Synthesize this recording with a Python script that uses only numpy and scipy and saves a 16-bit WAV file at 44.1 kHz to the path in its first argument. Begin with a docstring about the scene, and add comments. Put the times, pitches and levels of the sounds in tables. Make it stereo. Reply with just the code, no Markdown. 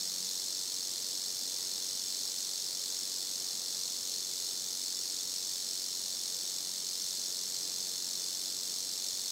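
"""A dry, steady buzz: a coiled rattlesnake shakes its tail in leaf litter, straight ahead and close to
the microphone of a hand-held camera. The tail swings about 46 times a second; on the hard stroke and on
the softer return its loose horny segments knock together one after another and ring. Dry leaves scatter
the clicks. Beneath lie the faint far-off rumble of a quiet wood, the microphone's own hiss and the hum
of the lens motor."""
import sys
import numpy as np
from scipy import signal
from scipy.fft import rfft, irfft
from scipy.io import wavfile
from scipy.ndimage import uniform_filter1d

SR = 44100
rng = np.random.default_rng(int(sys.argv[2]) if len(sys.argv) > 2 else 0)


def pcm_store(signal):
    """Save signal as 16-bit PCM."""
    levels = np.round(np.clip(np.atleast_2d(signal), -1, 1) * 32767)
    wavfile.write(sys.argv[1], SR, levels.astype(np.int16).T)


N = 410571
TIME = np.arange(N) / SR
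RESPONSE_SAMPLES = 4096
RESPONSE_HZ = np.fft.rfftfreq(RESPONSE_SAMPLES, 1 / SR)


def undb(db):
    """Decibels to gain."""
    return 10 ** (np.asarray(db) / 20)


def level(x, db):
    """Scale to an rms level."""
    return x * undb(db) / np.sqrt(np.mean(x ** 2))


def over_time(rows):
    """Join (seconds, value) rows by straight lines."""
    return np.interp(TIME, *np.transpose(rows))


def over_frequency(rows, freq):
    """Join (Hz, value) rows on a log-frequency axis."""
    hz, value = np.transpose(rows)
    return np.interp(np.log(freq + 1), np.log(hz), value)


def wander(count):
    """Slow drift: random values spread evenly over the scene and joined by straight lines."""
    return np.interp(TIME, np.linspace(0, TIME[-1], count), rng.standard_normal(count))


def resonance(hz, width_hz):
    """Power response of one mode, 1 at its centre."""
    return 1 / (1 + (2 * (RESPONSE_HZ - hz) / width_hz) ** 2)


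def ring(gain):
    """The minimum-phase impulse response that has this gain at each frequency."""
    cepstrum = irfft(np.log(gain + 1e-6))
    cepstrum[1:RESPONSE_SAMPLES // 2] *= 2
    cepstrum[RESPONSE_SAMPLES // 2 + 1:] = 0
    return irfft(np.exp(rfft(cepstrum)))


# The distant wood in the bass, the microphone's own hiss in the treble.
# Each row: frequency in Hz, relative spectral density in dB.
BACKGROUND_SPECTRUM = [(25, -17), (60, -14), (120, -5.5), (200, -1.5), (300, -0.5), (480, -0.5),
                       (640, -5.5), (1000, -8.5), (1600, -11.5), (3000, -11.5), (15000, -16)]
# How alike the background is left and right. Each row: frequency in Hz, likeness from 0 to 1.
BACKGROUND_LIKENESS = [(40, .05), (125, 0.21), (300, 0.45), (550, 0.5), (1000, 0.85), (2000, 1)]


def rumble_and_hiss(db=-53, waver_db=.5):
    """Faint far-off rumble of the wood, wide and slightly to the left, with the microphone's own hiss."""
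    freq = np.fft.rfftfreq(N, 1 / SR)
    correlation = np.clip(over_frequency(BACKGROUND_LIKENESS, freq), 0, .96)
    noise = rfft(rng.standard_normal((2, N))) * undb(over_frequency(BACKGROUND_SPECTRUM, freq))
    mid, side = noise * np.sqrt([1 + correlation, 1 - correlation])
    left_lift_db = 1.6 / (1 + (freq / 750) ** 4)
    stereo = irfft(np.array([(mid + side) * undb(left_lift_db), mid - side]), N)
    return level(stereo, db) * undb(waver_db * wander(count=30))


# Runs of the lens motor, at the camera. Each row: start in seconds, end in seconds, rms level in dB.
LENS_RUNS = [(0, 0.263, -62.5), (6.3, 9.3, -71.5)]


def lens_motor(hum_hz=182.4, waver_hz=2.38, fade_s=.05):
    """The lens motor hums during a short zoom and again more faintly later, wavering in pitch."""
    hz = hum_hz + waver_hz * wander(count=120)
    running = sum(undb(db) * over_time([(start - fade_s, 0), (start, 1), (end, 1), (end + fade_s, 0)])
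                  for start, end, db in LENS_RUNS)
    return np.sqrt(2) * np.sin(2 * np.pi * np.cumsum(hz) / SR) * running


def foliage(near_db=-10, near_t60_s=.029, far_db=-13, far_t60_s=.092, build_s=.0021, side_db=-20):
    """Stereo path to the microphone: the direct click, then echoes off the litter and the leaves above."""
    t = TIME[:RESPONSE_SAMPLES]
    direct, echoes = 1. * (t == 0), 0
    for db, t60_s in (near_db, near_t60_s), (far_db, far_t60_s):
        envelope = (1 - np.exp(-t / build_s)) * np.exp(-np.log(1000) * t / t60_s)
        envelope /= np.linalg.norm(envelope)
        echoes = echoes + undb(db) * envelope * rng.standard_normal((2, RESPONSE_SAMPLES))
    mid = direct + echoes[0]
    # the microphone's two ports lie close together, so only short waves differ between them
    side = np.diff(undb(side_db) * echoes[1], prepend=0)
    return np.array([mid + side, mid - side])


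# Modes of the rattle's hollow segments. Each row: centre in Hz, width in Hz, relative level in dB.
SHELL_MODES = [(3117, 450, -14.5), (3533, 214, -4), (3790, 270, -6.5), (4107, 140, -3), (4354, 650, 0.5),
               (4873, 350, -0.45), (5296, 195, 0.9), (5450, 260, 0.5), (5780, 160, -2.5), (6118, 380, -2),
               (6560, 305, -0.2), (6954, 240, -2.5), (7500, 260, -5), (7870, 950, -4.5), (8810, 1600, -11),
               (10140, 1420, -15.5), (11900, 950, -16), (13640, 2300, -19), (15600, 2230, -23)]


def shell(tap_db=-23, tap_hz=2100, tap_width_hz=1600):
    """Gain of the rattle's shell: steep modes of its coupled segments, and a weak dull tap below them."""
    mode_power = sum(undb(db) ** 2 * resonance(hz, width_hz) ** 2 for hz, width_hz, db in SHELL_MODES)
    tap_power = undb(tap_db) ** 2 * resonance(tap_hz, tap_width_hz)
    radiation = RESPONSE_HZ / (RESPONSE_HZ + 600)  # so small a body radiates almost no bass
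    return np.sqrt(mode_power + tap_power) * radiation


def collisions(times, force, bounce_s=.00029, loss_db=1.47, uneven_db=2.5, rebounds=5):
    """Each collision shares the energy of its swing unevenly between a click and its fading rebounds."""
    shape = (len(times), rebounds + 1)
    share = undb(uneven_db * rng.standard_normal(shape) - loss_db * np.arange(rebounds + 1))
    share /= np.linalg.norm(share, axis=1, keepdims=True)
    impulses = force[:, None] * share * rng.choice([-1, 1], shape)
    gaps_s = bounce_s * (.5 + rng.random(shape))
    click_s = times[:, None] + np.cumsum(gaps_s, axis=1) - gaps_s[:, :1]
    inside = (click_s > 0) & (click_s < TIME[-1])
    return np.bincount((click_s[inside] * SR).astype(int), impulses[inside], N)


# The tail eases off slowly, falters once and picks up. Each row: time in seconds, swings per second.
TAIL_SPEED = [(0.0, 46.615), (1.13, 46.231), (2.36, 46.368), (4.72, 45.758), (5.76, 45.913), (6.08, 45.498),
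              (6.4, 45.938), (7.74, 45.802), (9.31, 46.373)]
# The knocks within one swing. Each row: place in the swing from 0 to 1, scatter in swings,
# relative level in dB, low ring in Hz, its lift in dB, high ring in Hz, its lift in dB.
SWING_KNOCKS = [(.058, .007, -1.06, 5850, 9, 13500, 3), (.096, .011, -5, 5600, 2, 13300, -9),
                (.158, .013, 2.5, 4320, 3, 14000, 3), (.212, .018, 1, 4400, -12, 8400, -3),
                (.266, .011, 3.4, 4600, -3.5, 10100, 1.5), (.305, .02, -7.5, 5230, 6, 14700, 17),
                (.527, .016, -1, 7800, 0.5, 11300, 7), (.595, .016, -1, 5500, -5, 11900, -9),
                (.65, .015, 0.5, 4400, -2, 11200, 6), (.752, .02, 0, 4300, 1, 6960, -4),
                (.818, .016, -7, 4300, 3.5, 6900, 2), (.855, .02, -5, 4280, 0.5, 6740, 4.5),
                (.965, .04, -9, 7000, 1, 12000, 7)]


def rattlesnake(db=-37, start_phase=.639, jitter_swings=.005, effort_db=.56,
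                low_width_hz=1300, high_width_hz=1700):
    """Close to the microphone, each swing of the tail sets off the same chain of ringing knocks."""
    phase = start_phase + np.cumsum(over_time(TAIL_SPEED)) / SR  # in swings
    swings = np.arange(int(phase[-1]) + 1)
    lag = jitter_swings * rng.standard_normal(len(swings))
    # the effort of the tail muscles wanders slightly over a few swings
    force = undb(effort_db * uniform_filter1d(rng.standard_normal(len(swings)), size=4))
    shell_gain, buzz = shell(), 0
    for place, scatter, knock_db, low_hz, low_db, high_hz, high_db in SWING_KNOCKS:
        knock_phase = swings + place + lag + scatter * rng.standard_normal(len(swings))
        knock_s = np.interp(knock_phase, phase, TIME, left=-1, right=-1)  # -1: outside the scene
        # each joint favours its own part of the shell's spectrum
        lift_db = low_db * resonance(low_hz, low_width_hz) + high_db * resonance(high_hz, high_width_hz)
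        joint_ring = ring(shell_gain * undb(knock_db + lift_db))
        response = signal.fftconvolve(foliage(), joint_ring[None], axes=1)[:, :RESPONSE_SAMPLES]
        clicks = collisions(knock_s, force)
        buzz = buzz + signal.oaconvolve(clicks[None], response, axes=1)[:, :N]
    return level(buzz, db)


def scene():
    """The snake close and straight ahead, over the distant wood, the microphone's hiss and the lens."""
    return rattlesnake() + rumble_and_hiss() + lens_motor()


def record(dry):
    """The camera cuts the top of the treble steeply."""
    low_pass = signal.ellip(12, .1, 75, 15750, fs=SR, output="sos")
    return signal.sosfilt(low_pass, dry)


dry = scene()
out = record(dry)
pcm_store(out)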